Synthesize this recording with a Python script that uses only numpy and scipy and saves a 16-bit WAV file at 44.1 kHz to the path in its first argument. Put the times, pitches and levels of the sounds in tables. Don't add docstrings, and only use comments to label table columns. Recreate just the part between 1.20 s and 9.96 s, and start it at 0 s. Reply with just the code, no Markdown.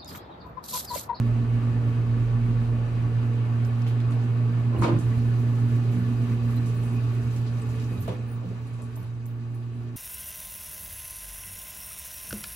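import sys
import numpy as np
from scipy import signal
from scipy.fft import rfft, irfft, next_fast_len
from scipy.io import wavfile
from scipy.ndimage import uniform_filter1d

SR = 44100
rng = np.random.default_rng(int(sys.argv[2]) if len(sys.argv) > 2 else 0)


def dump_mix(stems):
    frames = np.atleast_2d(stems).T
    limited = np.clip(frames, -1, 1)
    pcm = np.round(limited * 32767).astype(np.int16)
    wavfile.write(sys.argv[1], SR, pcm)


def ratio_of_db(decibels):
    return 10 ** (np.asarray(decibels, float) / 20)


N = 386307

STOP_S, TURN_S = 2.677, 7.85
TICK_LEAN_DB = -0.5


def in_time(rows):
    s, *columns = np.transpose(rows)
    return [np.interp(np.arange(N) / SR, s, column) for column in columns]


def at_hz(points, hz):
    points_hz, values = np.transpose(points)
    return np.interp(np.log(hz), np.log(points_hz), values)


def ramp(start_s, length_s):
    return np.clip((np.arange(N) / SR - start_s) / max(length_s, .01), 0, 1)


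def dips(rows):
    gain = np.ones(N)
    for s, depth, half_s in rows:
        bump = np.exp(-((np.arange(N) / SR - s) / half_s) ** 2)
        gain = gain * (1 - np.clip(depth, 0, 1) * bump)
    return gain


def rms_one(x):
    return x / np.sqrt(np.mean(x ** 2) + 1e-20)


def resonance(x, hz, width_hz, rate=SR):
    r = np.exp(-np.pi * width_hz / rate)
    zeros = [(1 - r * r) / 2, 0, (r * r - 1) / 2]
    poles = [1, -2 * r * np.cos(2 * np.pi * hz / rate), r * r]
    return signal.lfilter(zeros, poles, x)


def sway(hz, width_hz):
    slow = rng.standard_normal(N // 40 + 4002)
    slow = resonance(slow, hz, width_hz, SR / 40)[4000:]
    return np.interp(np.arange(N) / 40, np.arange(len(slow)), rms_one(slow))


def pair(x, lean_db):
    return x * ratio_of_db(np.array([[.5], [-.5]]) * lean_db)


def stereo(mid, side, hz):
    # (frequency [Hz], correlation [-1 to 1])
    likeness = [(60, .95), (180, .93), (330, .85), (480, .3), (700, .2), (4000, .25), (8000, .55),
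                (13000, .88)]
    # (frequency [Hz], left minus right [dB])
    lean = [(60, -3.0), (220, -2.5), (330, -1.3), (500, 0.3), (950, 0.3), (3770, -0.8), (15000, -0.8)]
    # (frequency [Hz], lag [samples])
    left_lag = [(60, 25), (250, 3), (500, -10), (750, -14), (1100, -7), (1600, 9), (4000, -17), (13000, 13)]
    alike = np.clip(at_hz(likeness, hz), -.99, .99)
    lag = round(at_hz(left_lag, hz))
    left, right = np.sqrt(1 + alike) * mid + np.sqrt(1 - alike) * side * [[1], [-1]]
    lagged = np.array([np.roll(left, max(lag, 0)), np.roll(right, max(-lag, 0))])
    return pair(lagged, at_hz(lean, hz))


def motor():
    # (time [s], hum [dB], overtone against hum [dB])
    fan = [(0.0, -22, -12), (0.7, -23.5, -16), (1.36, -22.5, -15), (1.63, -24, -17.5), (4.61, -22, -15),
           (4.68, -23, -22), (4.73, -24, -11), (5.39, -24.5, -12.5), (5.56, -24.5, -21), (5.73, -27, -10),
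           (5.83, -24, -17), (7.27, -32.5, -15.5), (7.54, -34, -20.5), (7.64, -35, -10), (7.83, -33.5, -26),
           (8.2, -32, -14), (8.34, -32, -19.5), (8.76, -34, -12)]
    # (time [s], depth [0-1], half length [s])
    jolts = [
        (0.245, 0.22, .04),
        (1.69, 0.35, 0.047),
        (3.578, 0.6, 0.017),
        (3.67, .65, 0.025),
        (3.794, 0.36, 0.026),
        (6.307, 0, 0.029),
        (6.848, 0.6, .015),
        (6.93, 0.5, .015),
    ]
    # (time [s], depth [0-1], half length [s])
    dropouts = [(.14, 0.48, .04), (.29, .8, .03), (.62, 0.4, .05), (.83, .7, 0.038), (1.07, 0.73, 0.054),
                (1.71, .6, 0.084), (1.95, .4, .04), (2.25, .5, .05), (2.71, .7, 0.031), (2.85, .65, .035),
                (3.12, 0.73, .04), (3.4, .4, .05), (3.85, .6, 0.045), (4.17, .8, .03), (5.0, .3, .04),
                (5.86, 0.7, .05), (6.2, 0.3, 0.046)]
    rotor_hz, loaded_hz, standing_hz, settle_s = 8.24, 117.45, 118.23, 0.5
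    third_db, third_outside_db = -62.5, -51

    hum_db, overtone_db = in_time(fan)
    pitch_hz = loaded_hz + (standing_hz - loaded_hz) * ramp(STOP_S - settle_s / 2, settle_s)
    pitch_hz = pitch_hz + 0.19 * sway(0.83, 1.1)
    phase = 2 * np.pi * np.cumsum(pitch_hz) / SR - .9
    lag = np.array([[-1], [1]]) * (.135 + .1 * ramp(6.9, .6))

    throb, twist = sway(rotor_hz, 2.4), sway(rotor_hz, 5.4)
    throbbing = 1 + (0.12 - 0.16 * ramp(TURN_S, .2)) * throb
    hum_gain = dips(jolts) * ratio_of_db(hum_db + 3.0 + 0.4 * sway(0.97, 4.5)) * throbbing
    hum = hum_gain * np.sin(phase + lag + 0.055 * twist)

    rough = 1.263 * dips(dropouts) * (1 + 0.21 * sway(rotor_hz, 4.4)) * (1 + 0.12 * sway(3.0, 3.9))
    overtone = np.sin(2 * phase + 1.1 * lag - 1.5 + 0.4 * sway(3.0, 8.0))
    overtone = ratio_of_db(hum_db + overtone_db + 4.0) * rough * overtone

    third_gain = ratio_of_db(third_db + (third_outside_db - third_db) * ramp(7.7, .6))
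    third = third_gain * np.sin(3 * phase + 0.3 * sway(1.0, 2.0))
    return pair(hum, lean_db=-3.0) + pair(overtone, lean_db=-3.0) + pair(third, lean_db=-4.0)


def cabin_noise(share, t60):
    t = np.arange(SR // 5) / SR
    echoes = rng.standard_normal((2, 2, len(t))) * ratio_of_db(-60 * t / max(t60, .01))
    vent = rng.standard_normal((2, 1, N + len(t) - 1))
    vent = signal.fftconvolve(vent, echoes, "valid", axes=2)
    share = np.clip(share, 0, 1)
    return np.sqrt(share) * rms_one(vent) + np.sqrt(1 - share) * rng.standard_normal((2, 2, N))


def air():
    # (frequency [Hz], level [dB per Hz])
    air_colour = [(22, -13.5), (40, -13), (80, -3), (140, -5), (205, -10), (300, -5.5), (430, -18),
                  (650, -17), (900, -18.5), (1150, -17.5), (1900, -24.5), (2600, -30.5), (3500, -32.5),
                  (5300, -42), (7000, -44.5), (15000, -50)]
    # (frequency [Hz], width [Hz], level [dB], more while the car moves [dB], more with doors open [dB])
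    panels = [(83.2, 5.8, -55.5, .1, 0.3), (170.8, 3.4, -55, .1, .1), (266.3, 20, -57.5, 2.1, .1),
              (294.2, 11, -57, -0.1, -2.5), (335.3, 7.4, -57.5, 1.3, -3.5), (350, 16, -57.5, -1.1, -3.1),
              (389.7, 8, -60, -0.7, 0.5), (414, 27, -68.5, -1, 9), (470, 14, -60.5, 3, -2.5),
              (575, 24, -65, 1.5, -0.2), (670, 8, -71, -0.5, -1), (714.6, 14, -66, 0.7, -1),
              (800, 28, -66, -0.5, 0.5), (1125, 29, -62, 0.7, 0.3), (1261, 23, -68, 2.1, .1),
              (2500, 130, -64.5, -0.5, 2.6), (2950, 47, -81.5, 0.5, .1), (3790, 150, -74, -1, .1),
              (4620, 77, -82, .1, .1), (5500, 130, -89, .1, .1)]
    # (time [s], change of air sound [dB])
    walk = [
        (0, 0.5),
        (.6, 0.5),
        (5.4, 0),
        (6.1, -1.5),
        (6.8, -2),
        (7.2, -5.5),
        (7.8, -7),
        (8.76, -6),
    ]
    # (frequency [Hz], share of the loss)
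    walk_share = [(40, .45), (200, 0.88), (400, 1.25), (900, 0.98), (2500, 1.13), (6000, .05), (13000, .3)]
    # (frequency [Hz], rise [dB])
    doors_lift = [(40, 7.5), (75, 2), (380, 1.5), (600, -2.5), (1100, 0), (2500, 0), (6000, 4.5),
                  (13000, 6.5)]
    # (frequency [Hz], rise [dB])
    shaft_lift = [(25, 2.5), (45, 5.5), (80, 5), (140, 1.5), (300, 1), (1000, -0.5)]
    # (frequency [Hz], loss [dB])
    turn_loss = [(400, 1.8), (2500, 3), (6000, 3), (13000, 2.5)]
    doors_start_s, doors_rise_s, doors_end_s, doors_fall_s = 3.55, 0.33, 6.85, 0.13

    turned = ramp(TURN_S, 0.097)
    walk_db = in_time(walk)[0]
    moving = 1 - ramp(STOP_S - .8, 0.29)
    doors_open = ramp(5.0, .6)
    rolling = ramp(doors_start_s, doors_rise_s) - ramp(doors_end_s, doors_fall_s)
    rolling = rolling * (1 + 0.1134 * (np.arange(N) / SR - doors_start_s))

    def follow(hz):
        gained = at_hz(doors_lift, hz) * rolling + at_hz(shaft_lift, hz) * moving
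        return 1.5 + at_hz(walk_share, hz) * walk_db + gained - at_hz(turn_loss, hz) * turned

    white = cabin_noise(share=0.86, t60=0.23)
    gust = sway(2.3, 2.7)
    band_edges = 20 * 2 ** np.arange(0, 10, .5)
    out = 0
    for k, (low, high) in enumerate(zip(band_edges, band_edges[1:])):
        hz = np.sqrt(low * high)
        sos = signal.butter(2, [low, high], "band", fs=SR, output="sos")
        band = signal.sosfilt(sos, white[k % 2])
        flicker_db = (0.21 + 1.0 * hz / 10000) * gust + 1.9 * sway(2.24, 6.5)
        level_db = at_hz(air_colour, hz) - 22.0 + follow(hz) + flicker_db
        out = out + ratio_of_db(level_db) * stereo(*band, hz)
    for k, (hz, width_hz, db, moving_db, open_db) in enumerate(panels):
        shaken = rms_one(resonance(white[k % 2, :, ::-1], hz, width_hz))
        level_db = db + follow(hz) + moving_db * moving + open_db * doors_open
        out = out + ratio_of_db(level_db) * stereo(*shaken, hz)
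    return out


def blows(events, modes, thud_db, tail_s):
    out, t = np.zeros((2, N)), np.arange(SR // 3) / SR
    for s, db, centre_hz, rattle_s in events:
        builds_up = centre_hz > 1800 or rattle_s > .037
        swell = np.minimum(t / .015, 1) if builds_up else 1

        push = rng.standard_normal((2, len(t))) * ratio_of_db(-20 * t / max(rattle_s, .002))
        push[0, 0] += 12.0
        soft = signal.butter(2, min(3.9 * centre_hz, 16000), fs=SR, output="sos")
        push = signal.sosfilt(soft, push * swell)

        tail = rng.standard_normal((2, len(t))) * swell * ratio_of_db(-60 * t / tail_s)
        for relative_width in (0.38, 1.75, 3.7):
            tail = resonance(tail, centre_hz, relative_width * centre_hz)
        hit = ratio_of_db(thud_db) * stereo(*rms_one(tail), centre_hz)

        for hz, mode_db, t60 in modes:
            off_db = 10.8 * abs(np.log2(hz / centre_hz))
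            ring = rms_one(resonance(push, hz, 1.13 / t60))
            hit += ratio_of_db(mode_db - off_db) * stereo(*ring, hz)
        at = round(s * SR)
        out[:, at:at + len(t)] += ratio_of_db(db) * (hit / np.abs(hit).max())[:, :N - at]
    return out


def door():
    # (time [s], peak [dB], centre [Hz], rattle [s])
    knocks = [(3.515, -29, 250, 0.045), (3.522, -34, 1000, .042), (3.548, -21, 227, 0.019),
              (3.578, -27, 265, 0.04), (3.622, -16, 1010, 0.016), (3.616, -17, 165, 0.012),
              (3.637, -21, 1050, 0.025), (3.645, -17.5, 500, 0.033), (3.62, -32, 4000, .05),
              (3.628, -28, 2300, 0.037), (3.675, -27.5, 1030, 0.05), (3.67, -20, 342, 0.056),
              (3.72, -17, 115, 0.044), (3.56, -21.5, 77, 0.09), (3.95, -23, 76, .06),
              (3.73, -35, 1100, 0.05)]
    # (frequency [Hz], level [dB], t60 [s])
    door_modes = [(74.7, 0.5, 0.48), (52, -2, .25), (225.7, 1, .2), (225, -21, 0.49), (299, 6, 0.25),
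                  (339.6, 6.5, 0.23), (584, -2, 0.15), (960, 0.5, 0.05), (1035, 8, 0.13),
                  (1196, -1.5, 0.09), (2253, -1.5, 0.07), (2440, -2, .08), (3640, -6, 0.1),
                  (4240, -5.5, .08)]
    return blows(knocks, door_modes, thud_db=4.5, tail_s=0.33)


def footfalls():
    # (time [s], peak [dB], centre [Hz], rattle [s])
    steps = [(6.38, -36, 249, 0.017), (6.711, -28, 290, 0.0066), (6.765, -24.5, 91, 0.032),
             (6.879, -25.5, 580, 0.01), (6.873, -38, 2600, 0.018), (6.882, -22, 261, 0.012),
             (6.895, -31, 480, 0.033), (6.9, -30, 330, 0.06), (7.23, -28, 200, 0.085),
             (7.3, -30.5, 179.6, 0.051), (7.78, -33.5, 148, 0.035), (7.9, -38, 50.6, 0.04),
             (4.75, -23.5, 177, .05), (1.83, -32, 55, .05), (7.22, -39, 500, 0.033), (7.35, -44, 850, .05),
             (7.59, -38, 400, .03), (7.6, -45, 800, 0.022), (7.765, -40, 850, .03), (6.15, -41, 40, .1)]
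    # (frequency [Hz], level [dB], t60 [s])
    sill_modes = [(98.2, 16.5, 0.35), (181.8, 10, 0.24), (212, -1, 0.99), (300, -8.5, 0.22),
                  (381, -2.5, 0.16), (500, -2, 0.2), (640, -1.5, 0.05), (905, -19, .1), (1140, -16, .1),
                  (2500, -11, .1)]
    return blows(steps, sill_modes, thud_db=0.5, tail_s=0.23)


def ticks():
    # (time [s], peak [dB], centre [Hz], t60 [s])
    tick_events = [(2.449, -39, 5270, 0.04), (2.47, -47, 9500, 0.14), (2.619, -38, 5200, .045),
                   (2.667, -35, 2560, 0.36), (2.676, -45, 10100, 0.23), (2.803, -52.5, 7500, 0.027),
                   (2.803, -37.5, 2630, .05), (2.908, -42.5, 8000, 0.2), (3.584, -44, 9050, 0.59),
                   (3.616, -32.5, 6900, 0.22), (3.789, -35.5, 7000, 0.3), (4.4, -45, 7000, 0.19),
                   (5.36, -41, 13400, .08), (5.46, -39.5, 7000, 0.33), (5.63, -45, 9000, 0.51),
                   (6.163, -38.5, 5100, 0.21), (6.265, -41.5, 3600, 0.26), (6.49, -42, 6000, .34),
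                   (6.805, -38, 13200, 0.22), (6.823, -39, 8500, 0.14), (6.879, -42, 9000, 0.13),
                   (7.469, -48, 9030, 0.13), (7.534, -49, 7500, 0.2), (7.621, -46.5, 8200, 0.23),
                   (7.757, -40.5, 7000, .05), (7.764, -45, 13070, 0.24), (7.83, -46.5, 10530, .1),
                   (8.057, -43, 6970, .05), (8.064, -43, 12900, 0.2), (8.344, -47.5, 11100, 0.24),
                   (2.455, -49.5, 13100, 0.16), (2.814, -46.5, 3100, .02), (2.921, -38.5, 2800, .06),
                   (4.969, -46.5, 4000, .1), (6.598, -40.5, 4500, .08), (6.641, -40.5, 4300, .1),
                   (7.287, -48, 4500, .08), (7.732, -52, 4000, .05), (7.618, -44, 8370, .03),
                   (8.623, -53, 3800, .08)]
    out, t = np.zeros((2, N)), np.arange(SR // 4) / SR
    for s, db, hz, t60 in tick_events:
        width_hz = max(min(0.76 * hz, 2 * (14450 - hz)), 100)
        centre_hz = np.clip(hz, 1000, 15000)
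        click = ratio_of_db(-60 * t / 0.0092)
        tail = .5 * np.minimum(t / 0.007, 1) * ratio_of_db(-60 * t / max(t60, .01))
        burst = rng.standard_normal((2, len(t))) * (click + tail)
        burst = resonance(burst, centre_hz, width_hz)
        burst = stereo(*resonance(burst, centre_hz, 2 * width_hz), hz)
        at = round(s * SR)
        out[:, at:at + len(t)] += pair(ratio_of_db(db) * burst / np.abs(burst).max(), TICK_LEAN_DB)[:, :N - at]
    return out


def snaps():
    # (time [s], peak [dB], centre [Hz], ring [s])
    snap_events = [(2.452, -45.5, 5100, .02), (2.472, -56, 8800, .008), (2.622, -45.5, 5300, .02),
                   (2.667, -41.5, 2200, .01), (2.805, -52, 7500, .006), (2.805, -45, 3000, .008),
                   (2.815, -47, 3200, .008), (2.909, -50, 7000, .004), (2.921, -48, 5500, .006),
                   (3.79, -46, 8000, .005), (5.37, -47, 4050, .05), (6.879, -40, 2200, .004),
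                   (6.88, -48, 4500, .004), (7.469, -56, 9000, .006), (7.621, -50, 8300, .012),
                   (7.7635, -40, 12940, .006), (7.7635, -51, 10300, .008), (7.826, -52, 10500, .006),
                   (8.0648, -41, 13000, .006), (8.0648, -52, 10300, .01), (8.35, -56, 10300, .008)]
    out, click = np.zeros(N), np.eye(1, SR // 10)[0]
    for s, db, hz, ring_s in snap_events:
        narrow = rms_one(resonance(click, hz, 2.2 / max(ring_s, .002)))
        broad = rms_one(resonance(click, hz, 0.28 * hz))
        snap = narrow + 0.54 * broad
        at = round(s * SR)
        out[at:at + len(click)] += ratio_of_db(db) * snap / np.abs(snap).max()
    return pair(out, TICK_LEAN_DB)


def squeaks():
    # (time [s], length [s], frequency [Hz], level [dB])
    squeak_events = [(4.54, .05, 15500, -74), (5.36, .04, 4050, -58), (5.51, .1, 15500, -68),
                     (5.55, .05, 9200, -68), (5.73, .05, 15400, -72), (5.73, .1, 2500, -60),
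                     (5.93, .09, 2500, -62), (6.405, .03, 8100, -61), (6.77, .02, 3900, -62),
                     (6.86, .03, 15500, -70), (7.02, .21, 15500, -69), (7.04, .16, 9200, -69),
                     (.32, .05, 15550, -80), (2.77, .04, 15600, -80), (3.56, .04, 15550, -78),
                     (4.09, .04, 15600, -80), (4.19, .04, 15650, -80), (5.09, .04, 15600, -79),
                     (5.63, .05, 15500, -74), (6.14, .04, 15550, -77), (6.63, .05, 15550, -79),
                     (7.24, .04, 15600, -80), (7.38, .07, 15600, -79), (7.75, .03, 15500, -78),
                     (8.055, .05, 15500, -73), (8.1, .05, 15550, -80), (8.34, .03, 15400, -80),
                     (3.555, .025, 2800, -59), (3.575, .045, 4200, -66)]
    out = np.zeros((2, N))
    for s, length_s, hz, db in squeak_events:
        count, at = round(length_s * SR), round(s * SR)
        rub = rng.standard_normal((2, SR // 4))
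        for _ in range(3):
            rub = resonance(rub, hz, 250)
        rub = rms_one(rub)[:, -count:]
        out[:, at:at + count] += ratio_of_db(db + 7.5) * np.hanning(count) * rub
    return out


def travel():
    # (time [s], level [dB])
    roller_level = [(0.0, -48), (0.09, -41), (0.79, -50), (0.96, -40), (1.36, -38.5), (1.7, -44),
                    (1.97, -45), (2.54, -63), (2.6, -59)]
    t = np.arange(N) / SR
    pitch_hz = 35.9 - 0.82 * t
    level_db = in_time(roller_level)[0] - 30 * np.clip(t - 2.6, 0, 9)
    tone = np.sin(2 * np.pi * np.cumsum(pitch_hz) / SR)
    return pair(ratio_of_db(level_db + 4.0) * tone, lean_db=-3.0)


def fringes(x):
    # (low edge [Hz], high edge [Hz], share of frames heard)
    fringe_bands = [(11050, 11250, .5), (11250, 11500, .2), (13800, 14100, .85), (14100, 14450, .5)]
    fft_size = next_fast_len(N)
    bins, hz = rfft(x, fft_size), np.arange(fft_size // 2 + 1) * SR / fft_size
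    silent_gap = (hz > 11050) & (hz < 12350)
    silent_top = (hz > fringe_bands[2][0]) & (hz < 15250)
    out = irfft(bins * ~(silent_gap | silent_top), fft_size)[:, :N]
    frame = np.arange(N) // 1024
    for low, high, share in fringe_bands:
        band = irfft(bins * ((hz > low) & (hz < high)), fft_size)[:, :N]
        loudness = np.log(np.bincount(frame, band[0] ** 2) + 1e-12)
        chance = uniform_filter1d(rng.standard_normal(len(loudness)), 2)
        loudness = loudness - .8 * uniform_filter1d(loudness, 40) + chance
        heard = loudness > np.quantile(loudness, 1 - share)
        out += uniform_filter1d(heard[frame] * 1., size=700) * band
    return out


def scene():
    around = air() + door() + footfalls() + ticks() + snaps()
    around = signal.sosfilt(signal.cheby2(18, 75, 15200, fs=SR, output="sos"), around)
    return motor() + around + squeaks() + travel()


def band_limit(x):
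    return signal.sosfilt(signal.butter(12, 15790, fs=SR, output="sos"), x)


def record(dry):
    x = signal.sosfilt(signal.butter(2, 24, "high", fs=SR, output="sos"), dry)
    x = x - 0.25 * resonance(x, 5460, width_hz=800)
    x = fringes(x)
    return band_limit(x)


dry = scene()
out = record(dry)
dump_mix(out)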